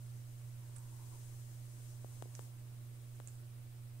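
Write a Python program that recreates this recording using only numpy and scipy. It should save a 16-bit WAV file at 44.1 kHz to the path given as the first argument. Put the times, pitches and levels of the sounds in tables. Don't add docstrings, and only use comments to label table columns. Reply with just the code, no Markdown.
import sys
import numpy as np
from scipy import signal
from scipy.io import wavfile

SR = 44100
rng = np.random.default_rng(int(sys.argv[2]) if len(sys.argv) > 2 else 0)


def store_wav(level_fs):
    pcm = np.round(np.clip(np.atleast_2d(level_fs), -1, 1) * 32767)
    wavfile.write(sys.argv[1], SR, pcm.T.astype(np.int16))


N = 176400
TIME = np.arange(N) / SR


def from_db(db):
    return 10 ** (np.asarray(db) / 20)


def unit_rms(x):
    return x / np.sqrt(np.mean(x ** 2) + 1e-20)


def pan(db):
    return unit_rms(from_db([[db / 2], [-db / 2]]))


def envelope(points):
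    return np.interp(TIME, *np.transpose(points))


def at_hz(points, hz):
    freqs, values = np.transpose(points)
    return np.interp(np.log(hz), np.log(freqs), values)


def butter(x, hz, kind, order=2):
    return signal.sosfilt(signal.butter(order, hz, kind, fs=SR, output="sos"), x + 1e-18)


def resonate(x, hz, width_hz):
    r = np.exp(-np.pi * width_hz / SR)
    feedback = [1, -2 * r * np.cos(2 * np.pi * hz / SR), r * r]
    return signal.lfilter(np.array([1, 0, -1]) * (1 - r * r) / 2, feedback, x + 1e-18)


def drift(rate_hz):
    return unit_rms(butter(rng.standard_normal(N + SR), rate_hz, "low")[SR:])


def sine(hz):
    return np.sqrt(2) * np.sin(2 * np.pi * (hz * TIME + rng.random()))


def banded_noise(spectrum, flicker_db, correlation=None):
    out, edges = 0, np.geomspace(20, 17000, 34)
    white = rng.standard_normal((2, 2, N))
    for k, (low, high) in enumerate(zip(edges, edges[1:])):
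        mid, side = butter(white[k % 2], [low, high], "band")
        hz = np.sqrt(low * high)
        alike = at_hz(correlation, hz) if correlation else 0
        gain = from_db(at_hz(spectrum, hz) + flicker_db * drift(rate_hz=17.6))
        out += gain * (np.sqrt(1 + alike) * mid + np.sqrt(1 - alike) * side * [[1], [-1]])
    return unit_rms(out)


def air():
    # frequency in Hz, relative noise density in dB.
    spectrum = [(20, -2), (32, 0.5), (48, -1.5), (65, -7.5), (85, 0.5), (150, -10), (260, -13.5),
                (335, -8.5), (420, -16.5), (640, -15), (800, -19.5), (1100, -18), (1800, -20.5),
                (4500, -23.5), (6500, -24.5), (8300, -20.5), (11500, -21), (13700, -27.5), (15500, -21.5)]
    # frequency in Hz, left-right correlation from 0 to 1.
    correlation = [(25, 0), (100, 0.67), (300, 0.67), (700, 0.35), (1500, 0.048), (4000, 0)]
    return from_db(-63) * banded_noise(spectrum, flicker_db=0.9, correlation=correlation)


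def appliance_hum():
    # harmonic number, level in dB, pan in dB, level change in dB when fully moved back.
    harmonics = [(1, -49, -4.5, -0.95), (2, -80.5, 15, 5), (3, -83.5, -1, 3), (4, -97, 5.5, 9.5),
                 (5, -82.5, 1.5, 0)]
    # frequency in Hz, level in dB, waver depth in dB.
    motor_tones = [(99.5, -71, -2.6), (316, -87, 4), (341, -88.5, 4)]
    # time in seconds, how far back the microphone is from 0 to 1.
    retreat = [(0, 0.24), (1.3, 0.03), (2.6, 1), (4, 1)]
    hum_hz, hum_waver_db = 120, 0.67
    moved = envelope(retreat)
    mains = sum(from_db(db + change_db * moved) * pan(pan_db) * sine(k * hum_hz)
                for k, db, pan_db, change_db in harmonics)
    motor = sum(from_db(db + waver_db * drift(rate_hz=1.6)) * sine(hz)
                for hz, db, waver_db in motor_tones)
    return mains * from_db(hum_waver_db * drift(rate_hz=4.8)) + motor


def hand_sway():
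    rumble = butter(rng.standard_normal(N + SR), [8.55, 25.137], "band")[SR:]
    return from_db(-67) * unit_rms(rumble)


def finger_rub():
    # time in seconds, level in dB.
    levels = [(0, -68.5), (.6, -69.5), (.85, -66.5), (1.15, -62), (1.65, -66), (1.9, -62.5), (2.0, -68),
              (2.15, -62.5), (2.3, -67.5), (2.42, -60.5), (2.56, -74.5), (3.1, -73), (3.33, -68),
              (3.5, -97), (4, -93)]
    # frequency in Hz, relative noise density in dB.
    spectrum = [(300, 4.5), (1200, -9.5), (2500, -11), (4500, -8), (5500, -4), (6600, -1), (8300, 0.5),
                (11000, -4), (12700, -7), (15400, -8)]
    return from_db(envelope(levels)) * pan(4.5) * banded_noise(spectrum, flicker_db=0.5)


def swishes():
    # peak time in seconds, half length in seconds, level in dB.
    swells = [(0.735, 0.2, -74), (1.06, 0.19, -72), (2.352, 0.48, -78)]
    upper_hz, width_hz, flutter_db = 947, 270, 2.2
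    friction = rng.standard_normal((2, N)) * from_db(flutter_db * drift(rate_hz=14))
    upper = unit_rms(resonate(resonate(friction, upper_hz, width_hz), upper_hz, width_hz))
    body = unit_rms(resonate(friction, hz=336, width_hz=55))
    swell = sum(from_db(db) * np.exp(-((TIME - peak_s) / half_s) ** 2) for peak_s, half_s, db in swells)
    return swell * (pan(-3) * upper - from_db(-4) * body)


def ticks():
    # start in seconds, level in dB, ring pitch in Hz, ring width in Hz, slip decay in
    # seconds, the click's share of the contact energy, crack level against the ring in dB.
    hits = [(0.7594, -52.5, 7500, 6000, 0.001, 0.3, -9), (0.7629, -46, 8400, 3400, 0.0015, 0.45, -8.5),
            (0.7665, -49, 8400, 3400, 0.003, 0.4, -8), (0.7840, -44.5, 8100, 2000, 0.0008, 0.6, -11.5),
            (2.3519, -44.5, 6100, 4400, 0.0025, 0.75, -3.5), (3.155, -64, 7800, 3000, 0.006, 0.1, -15),
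            (3.2743, -41.3, 7650, 1500, 0.0016, 0.75, -14), (3.2834, -52.5, 7400, 5500, 0.004, 0.2, -4),
            (3.354, -61, 8000, 1500, 0.005, 0.1, -18)]
    crack_band = [1300, 6000]
    out = np.zeros(N)
    for start, db, hz, width_hz, decay_s, sharpness, crack_db in hits:
        age = TIME - start
        click = unit_rms(signal.unit_impulse(N, int(start * SR)))
        slips = unit_rms(rng.standard_normal(N) * (age >= 0) * np.exp(-np.abs(age) / decay_s))
        contact = np.sqrt(sharpness) * click + np.sqrt(1 - sharpness) * slips
        ring = unit_rms(resonate(resonate(contact, hz, width_hz), hz, width_hz))
        crack = unit_rms(butter(contact, crack_band, "band", order=1))
        tick = unit_rms(butter(ring + from_db(crack_db) * crack, 12000, "low", order=4))
        duty = decay_s * SR / (2 * N)
        out += from_db(db) * tick * np.sqrt(duty)
    return out


def room_tail(x, t60_s):
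    age = TIME[:SR // 2]
    tail = rng.standard_normal((2, len(age))) * from_db(-60 * age / t60_s)
    tail /= np.sqrt(np.sum(tail ** 2) / 2)
    return signal.fftconvolve(x[None], tail, axes=1)[:, :N]


def case_knocks():
    # start in seconds, body peak in dB, pitch ratio, contact low-pass in Hz, snap peak in dB.
    hits = [(2.0456, -40.5, 0.95, 786, -56), (2.2239, -35.5, 1.01, 1030, -34.5),
            (2.2567, -46, 0.7, 650, -68), (2.393, -37.5, 0.65, 1320, -38), (3.2012, -40.5, 0.86, 1580, -42)]
    # frequency in Hz, relative level in dB, time to fall 60 dB in seconds.
    case_modes = [(360, 2.5, 0.0065), (645, 4.5, 0.011), (1190, -16, 0.0025)]
    # frequency in Hz, width in Hz, relative level in dB.
    snap_modes = [(1740, 530, 1), (3000, 1400, 1), (7100, 3700, -2)]
    out = np.zeros(N)
    for start, body_db, pitch, contact_hz, snap_db in hits:
        click = signal.unit_impulse(N, int(start * SR))
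        body = 0
        for hz, db, t60_s in case_modes:
            width_hz = np.log(1000) / (np.pi * t60_s)
            body += from_db(db) * width_hz * resonate(click, hz * pitch, width_hz)
        body = butter(body, contact_hz, "low", order=3)
        body = butter(body, 110, "high", order=1)
        snap = -sum(from_db(db) * resonate(click, hz, width_hz) for hz, width_hz, db in snap_modes)
        out += from_db(body_db) * body / np.abs(body).max()
        out += from_db(snap_db) * snap / np.abs(snap).max()
    return out


def scene():
    bed = air() + appliance_hum()
    handling = hand_sway() + finger_rub() + swishes()
    crisp = ticks()
    reverb = from_db(-6) * pan(-2.5) * room_tail(crisp, t60_s=0.15)
    return bed + handling + pan(-22) * crisp + reverb + pan(31) * case_knocks()


def record(dry):
    cutoff_hz = 15700
    return signal.sosfilt(signal.ellip(12, .1, 80, cutoff_hz, fs=SR, output="sos"), dry)


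dry = scene()
out = record(dry)
store_wav(out)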